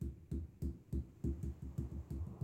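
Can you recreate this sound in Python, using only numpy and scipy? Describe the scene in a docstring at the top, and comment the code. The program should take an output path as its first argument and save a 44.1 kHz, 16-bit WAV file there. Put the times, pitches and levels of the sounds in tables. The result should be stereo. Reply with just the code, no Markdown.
"""Fingertips tap softly and unevenly on a table in a small quiet room. Each finger pad lands with a dull knock
and sets off a brief low boom; the nail adds a faint, grazing tick, and the room answers with a short tail. The
hand bumps down lightly between taps. Underneath, a soft rush swells over the room tone and a faint hiss rises
and eases."""
import sys
import numpy as np
from scipy import signal
from scipy.fft import rfft, irfft
from scipy.io import wavfile

SR = 44100
rng = np.random.default_rng(int(sys.argv[2]) if len(sys.argv) > 2 else 0)


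def dump(signal):
    """Clip the signal to [-1, 1] and save it as 16-bit WAV at the path in sys.argv[1]."""
    limited = np.clip(np.atleast_2d(signal).T, -1, 1)
    pcm = np.round(limited * 32767).astype(np.int16)
    wavfile.write(sys.argv[1], SR, pcm)


N = 107515

# Finger taps: t/s, thump level/dB, boom trim/dB, upper-mode and knock trim/dB, ring time factor,
# tick level/dB, nail resonance f/Hz, its boost/dB, tick tilt/(dB per octave)
TAP_CUES = [(0.0135, -3, -1.5, -0.5, 0.72, -2, 3600, 3, 1.9),
            (0.3144, -0.5, -1.5, 0, 0.71, -2.5, 3900, 7.1, 0.52),
            (0.6197, 0, -1.5, 0, 0.84, 0, 4850, 7.7, 2.9),
            (0.926, -1.5, 2.5, 1.5, 0.56, -2.5, 4100, 8.3, 1.4),
            (1.2395, 1.5, -1.5, 1.5, 0.83, -2.5, 6950, 5.9, -0.72),
            (1.4288, -1, -3, -5.5, 0.92, -1, 6600, 5.1, 0.14),
            (1.6201, -7.5, -1.5, -3, 1.08, -11.5, 7400, 4.2, 1.5),
            (1.7792, -0.5, -5.5, -0.5, 0.36, -0.5, 6940, 3, 0.54),
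            (1.9145, -5, -3.5, -4, 0.82, -13.5, 7300, 2.7, -0.64),
            (2.1041, -4.5, -2, -1, 0.95, -2, 4400, 4.6, 1.5),
            (2.266, -7.5, -9.5, -9, 0.9, -12.5, 8360, 1.8, 0.29),
            (2.4111, -1, -2, -5.5, 1.1, -8, 4360, 8, 1.7)]
# Low modes that ring after each tap: f/Hz, level/dB, attack/s, hold/s, t60/s
LOW_MODES = [(69.95, -36.5, 0.032, 0.04, 0.19), (140.7, -32.5, 0.011, .003, 0.056),
             (124.1, -50.5, 0.05, 0.035, 0.35), (160.3, -37, .011, 0.0026, 0.07),
             (178.8, -42.5, 0.013, .004, 0.4), (197.2, -46.5, 0.039, 0.0047, .2),
             (221.3, -50.5, .025, 0.0089, .2), (257.1, -45.5, 0.019, 0.027, 0.23),
             (284.8, -49.5, 0.011, 0.0079, 0.26), (334.4, -47, .022, 0.044, 0.18),
             (397, -51, 0.0021, .004, 0.22)]
# Dull colour of the finger pad's knock: f/Hz, level/dB
PAD_EQ = [(30, -56), (100, -9), (200, 11.5), (380, -5), (520, -9.5), (700, -19), (1300, -26), (2200, -44.5),
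          (4000, -56), (16000, -76.5)]
# Bright colour of the nail's tick: f/Hz, level/dB
NAIL_EQ = [(100, -27), (600, -18.5), (1400, -2), (2200, -6), (3100, -9), (5500, -8.5), (7000, -3),
           (8300, -4.5), (9900, -11), (11400, -7), (13500, -8), (16000, -11.5)]
# Stereo lean of the tick: f/Hz, left minus right level/dB
NAIL_LEAN = [(2000, -5), (5500, -0.5), (8500, 14), (11000, 5), (15000, 3)]
# Decay of the room: f/Hz, t60/s
ROOM_DECAY = [(60, 0.59), (150, 0.48), (350, 0.64), (700, 1), (2000, 0.61), (5000, 0.38), (15000, 0.21)]
# Left-right likeness of diffuse sound: f/Hz, correlation (0-1)
STEREO_LIKENESS = [(50, 0.69), (300, 0.84), (600, 0.38), (1200, 0), (16000, 0)]
# Soft bumps of the hand: t/s, level/dB, f/Hz, length/s
BUMP_CUES = [(0.189, -53, 89, 0.085), (0.364, -40.5, 77.3, .11), (1.355, -46, 91.3, 0.11),
             (1.963, -39.5, 73.4, 0.074), (2.177, -37, 85.2, 0.093), (2.281, -50, 114, 0.079)]
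# Colours of the room tone, the hiss and the rush: f/Hz, relative level/dB
ROOM_TONE_EQ = [(20, -7.5), (40, -31), (65, -3.5), (100, 3), (150, -4), (250, -16), (340, -9.5),
                (520, -29.5), (800, -32.5), (1300, -47.5), (2400, -35), (3300, -47.5), (7000, -47.5),
                (16000, -45.5)]
HISS_EQ = [(500, 6.5), (1000, 7.5), (2400, 4), (3300, -2.5), (5500, -5), (6500, 0.5), (7600, 0.5),
           (9000, -14.5), (16000, -4.5)]
RUSH_EQ = [(100, -24.5), (300, 11.5), (550, 4.5), (1150, 1), (1450, -15.5), (2500, -58.5), (5000, -38)]
# Fader rides of the hiss and the rush: t/s, level/dB
HISS_RIDE = [(0, -83), (.7, -80.5), (1.1, -77.5), (1.45, -73.5), (1.75, -74.5), (2.05, -74), (2.4, -77)]
RUSH_RIDE = [(0, -94), (.9, -81), (1.4, -73.5), (1.9, -65.5), (2.15, -65.5), (2.4, -59.5)]


def amp(db):
    """Decibels to gain."""
    return 10 ** (np.asarray(db) / 20)


def curve_at(points, hz):
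    """Reads a curve on a log-frequency axis."""
    f, value = np.transpose(points)
    return np.interp(np.log(hz + 1), np.log(f + 1), value)


def add(mix, start_s, sound):
    """Lays a sound into the mix."""
    part = mix[..., round(start_s * SR):][..., :sound.shape[-1]]
    part += sound[..., :part.shape[-1]]


def fade(t, t60):
    """Exponential decay, 60 dB down at t60."""
    return np.exp(-np.log(1000) * t / t60)


def diffuse(spectra, hz):
    """Blends two unrelated spectra: narrow in the bass, wide in the treble."""
    likeness = curve_at(STEREO_LIKENESS, hz)
    left, other = spectra
    return np.array([left, likeness * left + np.sqrt(1 - likeness ** 2) * other])


def pulse(colour_db):
    """The tightest (minimum-phase) click with the given dB per frequency bin."""
    mirrored_db = np.r_[colour_db, colour_db[-2:0:-1]]
    log_gain = np.log(amp(np.clip(mirrored_db, -100, 40)))
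    return np.fft.ifft(np.exp(np.conj(signal.hilbert(log_gain)))).real


def from_right(x, lean_db=3, lag_s=0.00027):
    """Places a sound to the right: it reaches the left later and weaker."""
    at = np.arange(len(x))
    delayed = np.interp(at - lag_s * SR, at, x)
    return np.array([amp(-lean_db / 2) * delayed, amp(lean_db / 2) * x])


def pad_knock(gain_db=-11, size=4096):
    """The soft pad lands: one dull pulse."""
    return amp(gain_db) * pulse(curve_at(PAD_EQ, np.fft.rfftfreq(size, 1 / SR)))


def low_thump(boom_db, upper_db, ring, scatter_db=1.23, detune=0.004):
    """The low modes swell, hold and die; no two taps strike quite the same spot."""
    t, out = np.arange(SR // 2) / SR, 0
    for hz, db, attack, hold, t60 in LOW_MODES:
        level_draw, pitch_draw = rng.standard_normal(2)
        swell = np.sin(np.pi / 2 * np.minimum(t / attack, 1)) ** 2
        decay = fade(np.maximum(t - attack - hold, 0), t60 * np.clip(ring, 0.5, 2))
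        trim_db = boom_db * (hz < 100) + upper_db * (hz > 220)
        gain = amp(db + trim_db + scatter_db * level_draw)
        tone = np.sin(2 * np.pi * hz * (1 + detune * pitch_draw) * t)
        out = out - gain * swell * decay * tone
    return out


def nail_tick(peak_hz, peak_db, tilt_db, gain_db=-34.5, width_oct=0.2, size=1024):
    """The nail's click with one broad resonance; its high treble leans left."""
    hz = np.fft.rfftfreq(size, 1 / SR)
    octaves = np.log2((hz + 1) / peak_hz)
    resonance = peak_db * np.exp(-(octaves / width_oct) ** 2)
    colour = curve_at(NAIL_EQ, hz) + resonance + tilt_db * np.maximum(octaves, -2)
    lean = curve_at(NAIL_LEAN, hz) / 2
    return amp(gain_db) * np.array([pulse(colour + lean), pulse(colour - lean)])


def nail_graze(tick, grain_db=3.5, t60=0.023):
    """The nail grazes the surface as it lands: the tick plus a few milliseconds of grain."""
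    t = np.arange(SR // 20) / SR
    grain = rng.standard_normal((2, len(t))) * fade(t, t60)
    grain *= amp(grain_db) / np.linalg.norm(grain[0])
    return signal.fftconvolve(tick, grain + signal.unit_impulse(len(t)), axes=1)


def room_reverb(send):
    """The room's diffuse tail, hanging longest in the mids."""
    hz, t, spectra = signal.stft(rng.standard_normal((2, SR // 2)), SR, nperseg=256)
    decay = fade(t, curve_at(ROOM_DECAY, hz)[:, None])
    _, tail = signal.istft(diffuse(spectra, hz[:, None]) * decay, SR, nperseg=256)
    return signal.fftconvolve(send, tail / np.linalg.norm(tail[0]), axes=1)


def finger_taps(thump_send_db=-13.5, knock_send_db=4.5, tick_send_db=7, nail_lag_s=0.00086):
    """Every tap layers a knock, a thump and a tick, each with its own reverb send."""
    out = np.zeros((2, N))
    pad = from_right(pad_knock())
    for start_s, thump_db, boom_db, upper_db, ring, tick_db, peak_hz, peak_db, tilt_db in TAP_CUES:
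        knock = amp(thump_db + upper_db) * pad
        thump = amp(thump_db) * from_right(low_thump(boom_db, upper_db, ring))
        tick = amp(tick_db) * nail_tick(peak_hz, peak_db, tilt_db)
        send = amp(thump_send_db) * thump
        add(send, 0, amp(knock_send_db) * knock)
        add(send, 0, amp(tick_send_db) * tick.mean(0))
        for layer in (knock, thump, room_reverb(send)):
            add(out, start_s, layer)
        add(out, start_s + nail_lag_s, nail_graze(tick))
    return out


def noise_bed(eq):
    """Steady, diffuse noise at unit rms, coloured by an EQ curve."""
    hz = np.fft.rfftfreq(N, 1 / SR)
    white = rfft(rng.standard_normal((2, N)))
    bed = irfft(diffuse(white, hz) * amp(curve_at(eq, hz)), N)
    return bed / bed.std()


def ambience(room_tone_db=-60.5):
    """Steady room tone, a soft rush that grows, and a faint hiss that rises and eases."""
    t = np.arange(N) / SR
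    rush = amp(np.interp(t, *np.transpose(RUSH_RIDE))) * noise_bed(RUSH_EQ)
    hiss = amp(np.interp(t, *np.transpose(HISS_RIDE))) * noise_bed(HISS_EQ)
    return amp(room_tone_db) * noise_bed(ROOM_TONE_EQ) + rush + hiss


def hand_bumps():
    """The flesh of the hand pushes the table: a low swell without a click."""
    out = np.zeros(N)
    for start_s, db, hz, length in BUMP_CUES:
        t = np.arange(0, length, 1 / SR)
        swell = np.sin(np.pi * t / length) ** 2
        add(out, start_s, amp(db) * swell * np.sin(2 * np.pi * hz * t))
    return from_right(out)


def scene():
    """Taps and bumps over the quiet room."""
    return finger_taps() + hand_bumps() + ambience()


def record(dry, cutoff_hz=16000):
    """A steep high cut on the whole mix."""
    lowpass = signal.firwin(511, cutoff_hz, window=("kaiser", 9), fs=SR)
    return signal.oaconvolve(dry, lowpass[None], "same")


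dry = scene()
out = record(dry)
dump(out)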